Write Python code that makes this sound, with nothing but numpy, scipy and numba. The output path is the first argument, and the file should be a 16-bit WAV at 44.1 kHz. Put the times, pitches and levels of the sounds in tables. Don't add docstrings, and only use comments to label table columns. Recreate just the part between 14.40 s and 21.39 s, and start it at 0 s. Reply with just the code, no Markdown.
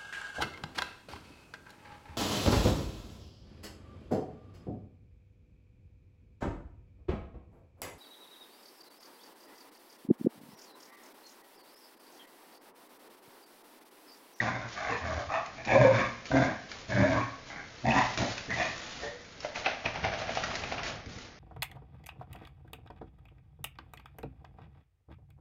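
import sys
import numpy as np
from scipy import signal
from scipy.fft import rfft, irfft, next_fast_len
from scipy.io import wavfile
from scipy.ndimage import map_coordinates
from numba import njit

SR = 44100
rng = np.random.default_rng(int(sys.argv[2]) if len(sys.argv) > 2 else 0)


def store_pcm(level_fs):
    pcm = np.round(np.clip(level_fs, -1, 1) * 32767).astype(np.int16)
    wavfile.write(sys.argv[1], SR, np.atleast_2d(pcm).T)


N = 308255

# start and length in seconds, crest as a share of length, chest, mouth and snarl levels in dB,
# rasp re snarl in dB, nominal pulse rate in Hz, air share, formants 1 to 3 at mid-growl in Hz,
# formant 2 re 1 in dB, formant 4 re 3 in dB, formant glide in octaves.
GROWLS = [(0.0, 0.24, 0.012, -35.5, -33.5, -36.5, 5.5, 107, 0.54, 718, 1050, 1550, 1, -1.5, -0.16),
          (.335, 0.17, 0.96, -48, -31.5, -36, 2, 91, 0.94, 716, 1146, 1600, -3.5, -3, 0.0097),
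          (0.482, 0.076, 0.36, -41, -27, -33.5, -13, 110, 0.92, 463, 1054, 1875, 5.5, -6, -0.17),
          (0.609, .19, 0.7, -41, -32.5, -40.5, -10, 88, 0.48, 660, 1134, 1620, -6, -8, -0.026),
          (0.883, 0.097, 0.6, -46.5, -24, -36.5, 6.5, 103, 0.74, 723, 1153, 1820, 0, 0.5, 0.0097),
          (1.154, 0.089, 0.44, -52, -44.5, -45.5, -1.5, 119, 0.69, 700, 1050, 1710, -14, 1.5, 0.2),
          (1.264, 0.08, 0.64, -31.5, -24.5, -29.5, 3.5, 114, 0.61, 620, 866, 1730, -4.5, 4, -0.068),
          (1.325, 0.21, 0.36, -26, -20.5, -32, 7, 134, 0.53, 576, 978, 1644, -6.5, 2.5, -0.052),
          (1.529, 0.11, .55, -28, -26, -30, 8, 125, .6, 637, 1107, 1658, 14, 3.5, 0.081),
          (1.908, .2, 0.37, -25.5, -28, -32.5, 4, 122, 0.63, 710, 1030, 1562, -7.5, -5.5, 0.19),
          (2.491, .225, 0.71, -27.5, -29, -31.5, 0, 98, 0.53, 628, 994, 1637, -8.5, -4.5, -0.015),
          (2.721, 0.11, 0.43, -33, -29.5, -36.5, -6, 93, 0.34, 650, 1044, 1640, 5, -1, 0.21),
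          (3.09, 0.13, 0.19, -51, -43, -43, -17, 90, 0.69, 757, 1100, 1546, -7, 1, 0.028),
          (3.437, 0.1, 0.55, -31, -25.5, -36, 2, 119, .45, 697, 890, 1870, -6, -11, 0.033),
          (3.512, 0.11, 0.53, -28, -21, -29, 7.5, 108, .5, 676, 923, 1826, 6, -5, 0.3),
          (3.777, .1, .5, -29.5, -30.5, -42.5, -5, 100, 0.57, 637, 906, 1880, -9, -13, -0.12),
          (4.089, 0.052, .5, -38, -39, -30, -0.5, 122, 0.33, 740, 1114, 1880, 4, -20, 0.19),
          (4.148, .115, .68, -40.5, -30.5, -33, 6.5, 119, 0.71, 694, 1080, 1840, -7.5, -4.5, -0.036),
          (4.602, 0.081, .3, -45, -35, -38.5, 7, 162, 0.89, 487, 673, 1790, 0, -25, 0.059)]
FORMANT_WIDTHS_HZ = [188, 243, 302, 303]
# start in seconds, length in seconds, start pitch in Hz, end pitch in Hz, level in dB.
YELPS = [(.002, 0.0077, 1890, 1880, -17.5), (1.336, 0.0072, 630, 606, -16), (1.3565, 0.024, 580, 525, -15),
         (1.447, 0.021, 526, 540, -12.5), (1.47, 0.063, 521, 543, -19.5), (1.944, 0.06, 280, 257, -24),
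         (2.591, 0.208, 281, 257.4, -28.5), (2.642, 0.038, 630, 625, -24.5),
         (2.768, 0.086, 1114, 1101, -33), (3.475, 0.087, 228, 231, -28), (3.506, 0.0076, 2620, 2480, -23),
         (3.518, 0.0033, 2800, 2720, -21), (4.631, 0.15, 437, 502, -42.5)]
# time in seconds, pitch in Hz, level in dB.
GRUMBLE_CURVE = [(.6, 86, -50), (.65, 82, -39.5), (.72, 79.4, -41), (.78, 78, -34), (.83, 76, -66),
                 (.89, 86.5, -40), (.93, 84.5, -83)]
# start in seconds, level in dB, ring frequency in Hz.
HEAD_SLAPS = [(5.048, -24.5, 630), (5.158, -28, 2480), (5.168, -28, 865), (5.2607, -17.5, 2550),
              (5.2645, -20, 773), (5.459, -19, 2520), (5.4637, -30, 780), (5.468, -54, 2040),
              (5.559, -26, 800), (5.641, -23.5, 2280), (5.6485, -19.5, 754), (5.737, -25, 676),
              (5.818, -27.5, 776), (5.893, -24, 650), (5.972, -18.5, 743), (6.037, -26.5, 1340),
              (6.114, -27, 1110), (6.154, -35, 2130), (6.237, -27, 2450), (6.3225, -23.5, 740),
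              (6.381, -30, 2750), (6.393, -30, 1045), (6.464, -30, 1830)]
CLAW_STRIKES = [(1.0609, -29, 2050), (1.2508, -26.5, 2430), (1.8557, -31, 2280), (2.3162, -24.5, 2300),
                (3.4654, -25.5, 2190), (3.5868, -20, 2010), (3.7753, -15, 2345), (3.9797, -21, 2600),
                (4.105, -24.5, 2110), (4.8495, -37.5, 2306), (5.005, -29, 5400), (5.9523, -22, 2460),
                (6.0382, -20, 1860), (6.1545, -18, 2030), (6.4324, -21.5, 1980), (6.66, -33.5, 2200),
                (6.7858, -30.5, 2000)]
# start in seconds, level in dB.
PAW_THUMPS = [(4.078, -37.5), (5.449, -38.5), (5.625, -36), (6.658, -43), (6.755, -47)]
# start in seconds, length in seconds, level in dB.
PAW_SCUFFS = [(0, 0.062, -42), (0.272, 0.32, -44.5), (0.644, 0.18, -44.5), (1.244, 0.45, -45),
              (1.845, 0.081, -43), (1.945, 0.11, -39.5), (2.28, 0.14, -44.5), (2.48, 0.32, -41.5),
              (3.054, 0.056, -47.5), (3.33, 0.13, -51.5), (3.476, .26, -37), (3.776, 0.046, -30.5),
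              (3.86, 0.064, -36), (3.96, 0.1, -45), (4.116, 0.15, -37.5), (4.268, 0.38, -40.5),
              (5.012, 0.024, -42), (5.142, 0.047, -39), (5.776, .02, -38.5), (5.895, 0.3, -41),
              (6.14, 0.19, -43), (6.435, 0.057, -36), (6.68, 0.18, -47)]
# frequency in Hz, level in dB.
CHEST_SPECTRUM = [(30, -49.5), (55, -3.5), (75, -3.5), (95, -9.5), (118, 4.5), (150, -9), (200, -4),
                  (270, -2.5), (330, -8.5), (430, -18.5), (650, -8), (1200, -104)]
RASP_SPECTRUM = [(200, -30), (400, -2), (900, -1), (1300, -6), (2400, -2), (2850, -20), (3250, -18),
                 (3520, 1), (3900, -13), (5200, -12), (6800, -14)]
LIP_SPECTRUM = [(1500, -26), (2100, -2), (2500, -6), (3000, -13), (3700, -36)]
FUR_SPECTRUM = [(120, -29), (200, -24), (269, -8), (312, -25), (610, -4.5), (667, -0.5), (1040, -13),
                (1140, -9.5), (1560, -9.5), (2470, -11.5), (3800, -19), (6120, -23.5), (7000, -45),
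                (9100, -56), (15400, -120)]
PAD_SPECTRUM = [(15, -37), (25, -7.5), (113, 3), (166, -2.5), (270, -5), (314, -11.5), (400, -8),
                (520, -10), (880, -120)]
CLAW_SPECTRUM = [(300, -23.5), (1200, 6), (2500, 8.5), (3300, 0), (5000, 6), (7000, -0.5)]
SCUFF_SPECTRUM = [(150, 2.5), (600, 1), (2000, 0.5), (4000, 0), (6800, -4.5)]
BACKGROUND_SPECTRUM = [(15, -42.5), (25, 1), (81, 2.5), (264, -1), (385, -6.5), (444, -0.5), (694, -5),
                       (922, -11.5), (2050, -7), (2790, -17), (5280, -13.5), (6520, -19.5), (7000, -46.5),
                       (9100, -60.5), (15400, -120)]
# frequency in Hz, reverberation T60 in seconds.
ROOM_DECAY = [(100, 0.43), (600, 0.48), (2000, 0.62), (7000, 0.11)]
# mode frequency in Hz, T60 in seconds, gain in dB.
ROOM_MODES = [(117, 0.64, -5), (190, 0.23, -15), (288, 0.59, -21.5), (577, 0.29, 2)]


def growls(chest_db, mouth_db, snarl_db, rasp_db, pitch_rise_oct, mouth_open_s, chest_lead_s):
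    chest_out, mouth_out, t = np.zeros(N), np.zeros(N), np.arange(SR // 2) / SR
    for (start_s, length_s, crest, chest, mouth, snarl, rasp, pulse_hz, air,
         f1_hz, f2_hz, f3_hz, f2_db, f4_db, glide_oct) in GROWLS:
        push = effort(t, length_s, crest, air, swell_db=8)
        pitch_hz = pulse_hz * 2 ** (pitch_rise_oct * (push - .5))
        pulses, puffs = throat(pitch_hz, air, jitter=.17, scatter_db=6.0, puff_s=0.0037, leak=0.77)
        blend = lambda share: np.sqrt(1 - share) * pulses + np.sqrt(share) * puffs
        source = blend(air)
        jaw = 2 ** (glide_oct * (np.minimum(t / length_s, 1) - .5))
        formants = zip([f1_hz, f2_hz, f3_hz, f3_hz * 1.359], FORMANT_WIDTHS_HZ)
        first, second, third, fourth = [formant(source, hz * jaw, width) for hz, width in formants]
        vowel = amp(mouth_db) * antiphase(first, second, f2_db)
        edge = amp(snarl_db) * antiphase(third, fourth, f4_db)
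        edge += amp(rasp_db + rasp) * coloured(source, RASP_SPECTRUM)
        bass = coloured(blend(air ** 1.45), CHEST_SPECTRUM)
        opening = np.minimum(t / mouth_open_s + 0.6, 1)
        add(chest_out, start_s - chest_lead_s, push * amp(chest_db + chest) * bass)
        add(mouth_out, start_s, push * opening * (amp(mouth) * vowel + amp(snarl) * edge))
    return chest_out, mouth_out


def effort(t, length_s, crest, air, swell_db):
    from_crest = np.abs(np.clip(t / length_s, 0, 1) - crest) / max(crest, 1 - crest)
    gate = envelope(t, length_s, attack_s=.005 + .06 * air ** 5, release_s=0.18)
    return gate * amp(-swell_db * from_crest)


def throat(pitch_hz, air, jitter, scatter_db, puff_s, leak):
    size = len(pitch_hz)
    cycles = np.cumsum(pitch_hz * np.exp(jitter * np.sqrt(air) * wobble(70, size))) / SR
    closings = np.flatnonzero(np.diff(np.floor(cycles), prepend=-1) > 0)
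    pulses = np.zeros(size)
    pulses[closings] = amp(scatter_db * np.clip(rng.standard_normal(size)[:len(closings)], -1, 1))
    flow = unit(signal.lfilter([1], [1, -np.exp(-1 / (puff_s * SR))], pulses))
    puffs = (flow + leak * air) * rng.standard_normal(size)
    return unit(pulses), unit(puffs)


def formant(x, hz, width_hz):
    pole = np.exp((2j * hz - width_hz) * np.pi / SR)
    return unit(resonator(resonator(x, pole), pole))


@njit
def resonator(x, pole):
    out, state = np.zeros(len(x)), 0j
    for i in range(len(x)):
        state = state * pole[i] + x[i]
        out[i] = state.real
    return out


def antiphase(lower, upper, upper_db):
    return (lower - amp(upper_db) * upper) / np.hypot(1, amp(upper_db))


def yelps(level_db, overtone_db, attack_s):
    out = np.zeros(N)
    for start_s, length_s, start_hz, end_hz, db in YELPS:
        progress = np.linspace(0, 1, int(length_s * SR))
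        phase = 2 * np.pi * np.cumsum(start_hz + (end_hz - start_hz) * progress) / SR
        swell = np.minimum(progress * length_s / attack_s, 1) * np.sqrt(1 - progress)
        tone = np.sin(phase) + amp(overtone_db) * np.sin(2 * phase)
        add(out, start_s, amp(db + level_db) * swell * tone)
    return out


def grumble(level_db):
    t = np.arange(N) / SR
    times_s, hz, db = np.transpose(GRUMBLE_CURVE)
    sounding = (t >= times_s[0]) & (t <= times_s[-1])
    phase = 2 * np.pi * np.cumsum(np.interp(t, times_s, hz)) / SR
    return sounding * amp(np.interp(t, times_s, db) + level_db) * np.sin(phase)


def slaps(level_db, hold_s, ring_at_700hz_s, crack_db, crack_t60_s, partial_db, sag):
    out, t = np.zeros(N), np.arange(SR // 10) / SR
    for start_s, db, hz in HEAD_SLAPS:
        ring_s = ring_at_700hz_s * np.sqrt(700 / hz)
        pitch_hz = hz * (1 + sag * (np.exp(-4 * t / ring_s) - .5))
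        phase = 2 * np.pi * np.cumsum(pitch_hz) / SR
        pocket = np.sin(phase) + amp(partial_db) * np.sin(phase * rng.uniform(0.71, 0.99))
        pocket *= envelope(t, hold_s, attack_s=0.00026, release_s=ring_s)
        crack = noise(len(t), FUR_SPECTRUM) * amp(crack_db - 60 * t / crack_t60_s)
        add(out, start_s, amp(db + level_db) * (pocket + crack))
    return out


def lips(level_db, lead_s, length_s, grain_db):
    out, t = np.zeros(N), np.arange(SR // 10) / SR
    gate = envelope(t, length_s, attack_s=0.0028, release_s=0.015)
    for slap_s, db, _ in HEAD_SLAPS:
        peel = grainy_noise(len(t), LIP_SPECTRUM, grain_db, grain_hz=500)
        add(out, slap_s - lead_s, amp(db + level_db) * peel * gate)
    return out


def shake(start_s, length_s, swish_db, swish_t60_s, coat_db, patter_db, thump_t60_s, grain_db):
    t = np.arange(N) / SR
    shaking = envelope(t - start_s, length_s, attack_s=0.025, release_s=0.77)
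    swishes = sum(amp(db + swish_db) * envelope(t - s + 0.022, 0.01, 0.024, swish_t60_s)
                  for s, db, _ in HEAD_SLAPS)
    thumps = sum(amp(db) * envelope(t - s, 0.011, 0.007, thump_t60_s) for s, db in PAW_THUMPS)
    fur = grainy_noise(N, FUR_SPECTRUM, grain_db, grain_hz=400)
    fur *= np.hypot(swishes, amp(coat_db) * shaking)
    pads = noise(N, PAD_SPECTRUM) * np.hypot(thumps, amp(patter_db) * shaking)
    return fur + pads


def claws(level_db, tick_t60_s, ring_db, ring_t60_s):
    out, t = np.zeros(N), np.arange(SR // 10) / SR
    for start_s, db, hz in CLAW_STRIKES:
        tick = noise(len(t), CLAW_SPECTRUM) * amp(-60 * t / tick_t60_s)
        ring = np.sin(2 * np.pi * hz * t) * amp(ring_db - 60 * t / ring_t60_s)
        add(out, start_s, amp(db + level_db) * (tick + ring))
    return out


def scuffs(level_db, rustle_db, wrestle_s, grain_db):
    t = np.arange(N) / SR
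    rustle = amp(rustle_db) * envelope(t, wrestle_s, attack_s=0.0085, release_s=0.28)
    power = rustle ** 2
    for start_s, length_s, db in PAW_SCUFFS:
        slide = amp(db) * envelope(t[:SR], length_s, attack_s=0.013, release_s=0.34)
        add(power, start_s, slide ** 2)
    return amp(level_db) * np.sqrt(power) * grainy_noise(N, SCUFF_SPECTRUM, grain_db, grain_hz=250)


def room(x, wet_db, early_db, early_t60_s=0.087, delay_s=.003):
    out, hop = x.copy(), SR // 10
    for start in range(-hop, N, hop):
        hz, age_s, spectra = signal.stft(rng.standard_normal(SR // 2), SR, nperseg=256)
        late = amp(-60 * age_s / log_interp(ROOM_DECAY, hz)[:, None])
        early = amp(early_db - 60 * age_s / early_t60_s)
        impulse = signal.istft(spectra * (late + early), SR, nperseg=256)[1]
        span = np.arange(max(start, 0), min(start + 2 * hop, N))
        piece = x[span] * np.sin(np.pi * (span - start) / (2 * hop))
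        echoes = signal.fftconvolve(piece, impulse / np.linalg.norm(impulse))
        add(out, span[0] / SR + delay_s, amp(wet_db) * echoes)
    return out


def standing_waves(x):
    def mode(hz, mode_hz, t60_s):
        damping = 1j * hz * np.log(1000) / (np.pi * t60_s)
        return damping / (mode_hz ** 2 - hz ** 2 + damping)
    return filtered(x, lambda hz: 1 + sum(amp(db) * mode(hz, mode_hz, t60_s)
                                          for mode_hz, t60_s, db in ROOM_MODES))


def background(level_db):
    return amp(level_db) * noise(N, BACKGROUND_SPECTRUM)


def noise(size, spectrum):
    return coloured(rng.standard_normal(size), spectrum)


def grainy_noise(size, spectrum, grain_db, grain_hz):
    return coloured(rng.standard_normal(size) * amp(grain_db * wobble(grain_hz, size)), spectrum)


def wobble(rate_hz, size):
    knots = rng.standard_normal(int(size * rate_hz / SR) + 4)
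    return map_coordinates(knots, [np.arange(size) * rate_hz / SR])


def coloured(x, spectrum):
    return unit(filtered(x, lambda hz: amp(log_interp(spectrum, hz))))


def filtered(x, response):
    size = next_fast_len(len(x) + 8192)
    return irfft(rfft(x, size) * response(np.fft.rfftfreq(size, 1 / SR)), size)[:len(x)]


def log_interp(points, hz):
    points_hz, values = np.transpose(points)
    return np.interp(np.log(hz + 1), np.log(points_hz + 1), values)


def envelope(t, length_s, attack_s, release_s):
    return np.clip(t / attack_s, 0, 1) * amp(-60 * np.maximum(t - length_s, 0) / release_s)


def amp(db):
    return 10 ** (np.asarray(db) / 20)


def unit(x):
    return x / np.sqrt(np.mean(x ** 2) + 1e-20)


def add(track, start_s, sound):
    start = max(round(start_s * SR), 0)
    track[start:start + len(sound)] += sound[:N - start]


def scene():
    chest, mouth = growls(chest_db=-4.0, mouth_db=-6.5, snarl_db=-3.5, rasp_db=-15.5,
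                          pitch_rise_oct=.18, mouth_open_s=0.017, chest_lead_s=0.00794)
    voices = room(chest, wet_db=-0.5, early_db=2.5) + room(mouth, wet_db=-1.5, early_db=-1.0)
    notes = room(yelps(level_db=2.0, overtone_db=-25.5, attack_s=0.0019), wet_db=-10, early_db=-16.5)
    voices = standing_waves(voices) + notes + grumble(level_db=1.5)
    flaps = slaps(level_db=-6.0, hold_s=0.0032, ring_at_700hz_s=0.016, crack_db=-1, crack_t60_s=0.03,
                  partial_db=-4.5, sag=0.09)
    peels = lips(level_db=-20, lead_s=0.009, length_s=0.015, grain_db=4.5)
    head = room(flaps + peels, wet_db=-7, early_db=-5)
    ticks = claws(level_db=-9, tick_t60_s=0.028, ring_db=0.5, ring_t60_s=0.022)
    rubs = scuffs(level_db=-2.5, rustle_db=-51, wrestle_s=6, grain_db=2.0)
    paws = room(ticks + rubs, wet_db=-5.5, early_db=0.5)
    body = shake(start_s=5.55, length_s=0.98, swish_db=-18.5, swish_t60_s=0.58, coat_db=-46.5,
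                 patter_db=-46, thump_t60_s=0.41, grain_db=1.5)
    return (voices + head + paws + body + background(level_db=-53.0))[None]


def record(dry):
    cutoff_hz = 7020
    return np.array([filtered(x, lambda hz: 1 / np.sqrt(1 + (hz / cutoff_hz) ** 90)) for x in dry])


dry = scene()
out = record(dry)
store_pcm(out)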